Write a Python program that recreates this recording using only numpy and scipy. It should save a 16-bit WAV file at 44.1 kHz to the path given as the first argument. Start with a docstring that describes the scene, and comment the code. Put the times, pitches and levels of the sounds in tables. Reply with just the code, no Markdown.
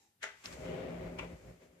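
"""A quiet room with a seconds-pendulum wall clock, heard from a camera's two microphone ports.
A faint thin ring fades, then the clock ticks: quick escapement contacts ring the movement and its
glazed wooden case. Right at the microphone a hand shifts: the grip clicks, rubbing skin drones in
the camera housing, and a fingertip bumps it. The clock tocks, and the rubbing dies away."""
import sys
import numpy as np
from scipy import signal
from scipy.fft import rfft, irfft
from scipy.io import wavfile

SR = 44100
rng = np.random.default_rng(int(sys.argv[2]) if len(sys.argv) > 2 else 0)


def put_to_file(sound):
    """Save the sound as 16-bit audio at rate SR, in the file named by the first command-line argument."""
    columns = np.atleast_2d(sound).T  # one column per channel
    safe = np.clip(columns, -1, 1)
    whole_steps = np.round(safe * 32767)
    wavfile.write(sys.argv[1], SR, whole_steps.astype(np.int16))


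N = 79380
TIME_S = np.arange(N) / SR
BIN_HZ = np.arange(N + 1) * SR / (2 * N)


def undb(db):
    """Decibels to gain."""
    return 10 ** (np.asarray(db) / 20)


def unit(x):
    """Scale to rms 1."""
    return x / np.sqrt(np.mean(x ** 2))


def noise():
    """Two unrelated white noises."""
    return rng.standard_normal((2, N))


def curve(rows):
    """Gain over time from points of seconds and dB; silent before the first."""
    return undb(np.interp(TIME_S, *np.array(rows).T, left=-140))


def decay(start, t60):
    """Sudden start and exponential fall, 60 dB in t60 seconds."""
    age = TIME_S - start
    return (age >= 0) * np.exp(-np.log(1000) * np.maximum(age, 0) / t60)


def by_frequency(rows):
    """Join points of Hz and value on a log axis, for every bin."""
    hz, value = np.array(rows).T
    return np.interp(np.log(np.maximum(BIN_HZ, 1)), np.log(hz), value)


def colour(x, rows, tilt_db=0):
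    """Causal filter from points of Hz and dB, tilted per octave; keeps the power of white noise."""
    octaves = np.log2(np.maximum(BIN_HZ, 200) / 2000)
    gain = unit(undb(by_frequency(rows) + tilt_db * octaves))
    cepstrum = irfft(np.log(gain))
    cepstrum[1:N] *= 2  # fold to minimum phase
    cepstrum[N + 1:] = 0
    return irfft(rfft(x, 2 * N) * np.exp(rfft(cepstrum)))[..., :N]


def resonance(x, hz, width_hz):
    """Steep band-pass at rms 1: one resonator applied twice."""
    radius = np.exp(-np.pi * 1.5 * width_hz / SR)
    poles = [1, -2 * radius * np.cos(2 * np.pi * hz / SR), radius * radius]
    once = signal.lfilter([1, 0, -1], poles, x)
    return unit(signal.lfilter([1, 0, -1], poles, once))


# The still room around the microphone. Each row: frequency in Hz, relative level in dB.
ROOM_COLOUR = [(25, -8), (80, -0.5), (200, -4), (500, -12), (1200, -14.5), (4000, -16.5), (7000, -18.5),
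               (10000, -15), (14500, -16.5)]

def room_tone(level_db=-77.5):
    """The quiet room: steady noise, strongest in the bass."""
    return undb(level_db) * colour(noise(), ROOM_COLOUR)


# Bands of the opening ring. Each row: centre in Hz, width in Hz, level in dB.
THIN_RING_BANDS = [(827, 94, -78.5), (1780, 47, -87), (3900, 240, -84.5), (7430, 8.3, -80.5),
                   (6000, 2400, -75.5), (1940, 1200, -81.5), (220, 220, -80.5)]

def thin_ring(hold_s=0.054, fall_db_per_s=163):
    """A faint thin ring that fades before the tick."""
    fade = undb(-fall_db_per_s * np.maximum(TIME_S - hold_s, 0))
    return fade * sum(undb(db) * resonance(noise(), hz, width) for hz, width, db in THIN_RING_BANDS)


def beat(contacts, blow_colour, modes, level_db, slide_db):
    """A tooth slides over a pallet and drops; each contact cracks and rings movement and case."""
    slide_swell_db_per_s, crack_t60_s = 1296, 0.037
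    tail_db, tail_t60_s, tail_rise_s, tail_db_per_octave = -10.5, 0.36, 0.0038, -0.6
    drop_s = contacts[0][0]
    slide = (TIME_S < drop_s) * undb(slide_swell_db_per_s * np.minimum(TIME_S - drop_s, 0))
    out = undb(level_db + slide_db) * colour(noise() * slide, blow_colour)
    for start, db, tilt_db in contacts:
        crack = colour(noise() * decay(start, crack_t60_s), blow_colour, tilt_db)
        # a duller tail builds up in case and room
        swell = 1 - np.exp(-np.maximum(TIME_S - start, 0) / tail_rise_s)
        tail = noise() * decay(start, tail_t60_s) * swell
        tail = colour(tail, blow_colour, tilt_db + tail_db_per_octave)
        out += undb(level_db + db) * (crack + undb(tail_db) * tail)
    for hz, mode_db, t60 in modes:
        power = sum((undb(db) * decay(start, t60)) ** 2 for start, db, _ in contacts) / 2
        phase = rng.uniform(0, 2 * np.pi) + np.array([[0], [np.pi / 2]])
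        out += undb(mode_db) * np.sqrt(power) * np.sin(2 * np.pi * hz * TIME_S + phase)
    return out


# The tick's contacts. Each row: start in seconds, relative level in dB, tilt in dB per octave.
TICK_CONTACTS = [(.2285, -2.5, 3), (.2312, 2, 0), (.2378, -2, -1.5), (.2405, 2, -4)]
# The blow on the first pallet. Each row: frequency in Hz, relative level in dB.
TICK_COLOUR = [(60, -27), (130, -31), (250, -22.5), (650, -6.5), (1050, -9), (1500, 4.5), (2000, 3),
               (2500, -2), (3100, -2.5), (4400, -10.5), (6500, -9.5), (9000, -20.5), (14500, -35)]
# Movement and case under that blow. Each row: frequency in Hz, relative level in dB, t60 in seconds.
TICK_MODES = [(407.6, -56, 0.3), (570, -57, 0.11), (642.5, -52.5, 0.23), (875, -61.5, 0.39),
              (1386, -47.5, 0.15), (1600, -81, 0.47), (1772, -50.5, 0.19), (1923, -53, 0.24),
              (2001, -51.5, 0.38), (2150, -51.5, 0.26), (2985, -59, 0.05), (5920, -70, 0.14),
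              (6230, -55.5, 0.096), (6970, -49, 0.12)]

def tick():
    """On the wall, a tooth meets the first pallet: the brighter beat."""
    return beat(TICK_CONTACTS, TICK_COLOUR, TICK_MODES, level_db=-37.5, slide_db=-9)


# Handling rumble, right at the microphone. Each row: time in seconds, level in dB.
RUMBLE_LEVEL = [(.2, -71), (.26, -78), (.425, -77), (.47, -56), (.53, -58), (.57, -59), (.62, -52),
                (.75, -52.5), (.83, -55), (.88, -53), (.95, -53), (1.06, -52.5), (1.14, -56.5),
                (1.22, -49.5), (1.29, -60), (1.33, -53), (1.38, -68.5), (1.49, -52.5), (1.57, -70),
                (1.68, -72), (1.8, -79)]
# Its spectrum. Each row: frequency in Hz, relative level in dB.
RUMBLE_COLOUR = [(20, -31), (38, -21), (52, -3), (75, -4.5), (110, -7), (150, -8.5), (250, -20),
                 (1000, -48.5)]

def handling_rumble():
    """The shifting hand shakes the camera."""
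    return curve(RUMBLE_LEVEL) * unit(colour(noise(), RUMBLE_COLOUR))


def slips(per_second=2000, spread_db=3):
    """Dense stick-slip jerks of skin, uneven in size."""
    jerks = (rng.random((2, N)) < per_second / SR) * np.sign(noise())
    return unit(jerks * undb(spread_db * noise()))


# Force of the rubbing hand. Each row: time in seconds, relative level in dB.
RUB_FORCE = [(.3, -94), (.425, -75), (.45, -60), (.52, -54.5), (.6, -48.5), (.66, -42.5), (.78, -42),
             (.89, -42.5), (.98, -46), (1.06, -43.5), (1.16, -49), (1.21, -51), (1.247, -45.5),
             (1.29, -56.5), (1.33, -50.5), (1.38, -61.5), (1.5, -54.5), (1.59, -69.5), (1.626, -58),
             (1.68, -67), (1.8, -67.5)]
# The housing around the microphone. Each row: resonance in Hz, width in Hz, relative level in dB.
HOUSING_MODES = [(152.3, 10.4, -2.5), (171.4, 7, 4), (250.3, 16.3, -2.5), (284.8, 13, -7), (344, 10, -17),
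                 (374.5, 17.8, -1), (424.3, 24.4, -6.5), (462.4, 8.7, -8), (527.4, 10.5, 0.5),
                 (579, 42, -10), (619.6, 22.5, -5), (754, 11, -17), (805, 4.8, -9.5)]
# The scrape of skin on it. Each row: frequency in Hz, relative level in dB.
SCRAPE_COLOUR = [(60, -18), (130, -2.5), (210, -6.5), (400, 3.5), (650, 2.5), (780, -5.5), (1600, -12.5),
                 (2200, -8.5), (3000, -24), (4000, -25.5), (7000, -32), (10000, -46), (14500, -47)]

def rubbing(drone_db=-0.5, scrape_db=-4.5):
    """Skin jerks over the camera housing, scraping it and making it drone."""
    jerks = slips()
    drone = sum(undb(db) * np.sqrt(width) * resonance(jerks, hz, width)
                for hz, width, db in HOUSING_MODES)
    scrape = colour(slips() + 0.51 * noise(), SCRAPE_COLOUR)
    return curve(RUB_FORCE) * (undb(drone_db) * unit(drone) + undb(scrape_db) * unit(scrape))


# Hiss of skin, close to the ports. 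Each row: time in seconds, relative level in dB.
HISS_LEVEL = [(.3, -94), (.36, -69), (.436, -63.5), (.442, -52), (.47, -51), (.5, -56.5), (.533, -52.5),
              (.56, -59), (.68, -62), (.85, -71.5), (1.25, -68), (1.5, -69), (1.59, -74.5), (1.63, -68.5),
              (1.7, -77), (1.8, -76)]
# Its spectrum. Each row: frequency in Hz, relative level in dB.
HISS_COLOUR = [(200, -28), (1000, 2), (2200, 4.5), (3800, -4.5), (5500, -3), (7300, -1.5), (9500, -11),
               (14500, -17)]

def skin_hiss():
    """Sliding skin hisses, with a grain of small slips."""
    return curve(HISS_LEVEL) * colour(noise() + 0.47 * slips(), HISS_COLOUR)


def knock(start, modes):
    """Modes struck once from rest."""
    age = TIME_S - start
    return sum(undb(db) * decay(start, t60) * np.sin(2 * np.pi * hz * age) for hz, db, t60 in modes)


# Clicks of the grip on the camera. Each row: start in seconds, level in dB, t60 in seconds.
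GRIP_CLICKS = [(0.4555, -41.5, 0.025), (0.4582, -36.5, 0.0042), (0.4624, -47, 0.016), (.5255, -53, 0.035)]
# Their spectrum. Each row: frequency in Hz, relative level in dB.
GRIP_COLOUR = [(300, -7.5), (1600, -5), (2700, 0), (3600, 2), (5500, 4), (7500, -17), (14500, -24)]
# The housing at the main click. Each row: frequency in Hz, level in dB, t60 in seconds.
SNAP_MODES = [(2730, -38, .008), (3360, -43.5, 0.0095), (5620, -41, 0.0092)]

def grip(snap_s=0.4579):
    """The grip breaks loose with a crackle and a dry snap of the housing."""
    bursts = sum(undb(db) * decay(start, t60) for start, db, t60 in GRIP_CLICKS)
    return colour(bursts * noise(), GRIP_COLOUR) + knock(snap_s, SNAP_MODES)


# Rasp of skin on the camera. Each row: time in seconds, level in dB.
RASP_LEVEL = [(.58, -78), (.68, -59.5), (.8, -61), (.9, -66.5), (1.05, -68), (1.2, -88)]

def skin_rasp():
    """A thin rasp while the skin slides fastest."""
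    return curve(RASP_LEVEL) * resonance(slips(), hz=2780, width_hz=700)


# Low modes of the camera. Each row: frequency in Hz, level in dB, t60 in seconds.
BUMP_MODES = [(56.6, -43, 0.15), (172.5, -43.5, 0.32)]

def fingertip_bump(start_s=1.048):
    """A fingertip bumps the camera: a low thud at the microphone."""
    return knock(start_s, BUMP_MODES)


# The tock's contacts. Each row: start in seconds, relative level in dB, tilt in dB per octave.
TOCK_CONTACTS = [(1.1872, 0, 2), (1.1900, -3, 0), (1.1932, 2, -1), (1.2245, -15, -.5)]
# The blow on the other pallet. Each row: frequency in Hz, relative level in dB.
TOCK_COLOUR = [(100, -31), (500, -3), (750, -3), (1020, 2), (1700, -11.5), (2300, 2.5), (2750, -3),
               (3200, -7), (3800, -16.5), (6800, -22), (9000, -28.5), (14500, -49)]
# Movement and case under that blow. Each row: frequency in Hz, relative level in dB, t60 in seconds.
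TOCK_MODES = [(358, -50, 0.23), (998, -58.5, 0.15), (1409, -57, 0.25), (1970, -56, 0.35), (2346, -49, 0.19),
              (2460, -58, 0.062), (2650, -39, 0.045), (3200, -55, .04)]

def tock():
    """One swing later, a tooth meets the other pallet: the duller beat."""
    return beat(TOCK_CONTACTS, TOCK_COLOUR, TOCK_MODES, level_db=-39.5, slide_db=-12)


# Balance of the microphone ports. Each row: frequency in Hz, left minus right in dB.
PORT_BALANCE = [(60, -2), (160, -.5), (250, 4), (450, 2.35), (650, 3.6), (1300, 4), (2200, 5.4),
                (4000, 5.5), (5500, 0), (7000, -6.5), (10000, 0.3), (14000, -1)]
# How alike the ports sound. Each row: frequency in Hz, likeness from 0 to 1.
PORT_LIKENESS = [(60, 0.96), (170, 0.92), (300, 0.96), (600, 0.25), (1500, 0.053), (8000, 0.019)]

def microphone_ports(pair, left_lead_s=0.000239):
    """Two signals blend into left and right: alike in the bass, each port with its own colour."""
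    angle = np.arcsin(np.clip(by_frequency(PORT_LIKENESS), 0, 1)) / 2
    spectrum = rfft(pair, 2 * N)
    blended = np.cos(angle) * spectrum + np.sin(angle) * spectrum[::-1]
    side_db = by_frequency(PORT_BALANCE) / 2
    lead = np.pi * BIN_HZ * left_lead_s
    gains = undb([side_db, -side_db]) * np.exp(1j * np.array([lead, -lead]))
    return irfft(blended * gains)[:, :N]


def scene():
    """The clock in its room and the hand on the camera meet at the microphone."""
    in_room = room_tone() + thin_ring() + tick() + tock()
    on_camera = handling_rumble() + rubbing() + skin_hiss() + grip() + skin_rasp() + fingertip_bump()
    return microphone_ports(in_room + on_camera)


def record(dry):
    """The recorder cuts rumble below 42 Hz and treble above 14.5 kHz."""
    low_cut = signal.butter(6, 42, "highpass", fs=SR, output="sos")
    top_cut = signal.ellip(10, .2, 70, 14500, fs=SR, output="sos")
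    return signal.sosfilt(top_cut, signal.sosfilt(low_cut, dry))


dry = scene()
out = record(dry)
put_to_file(out)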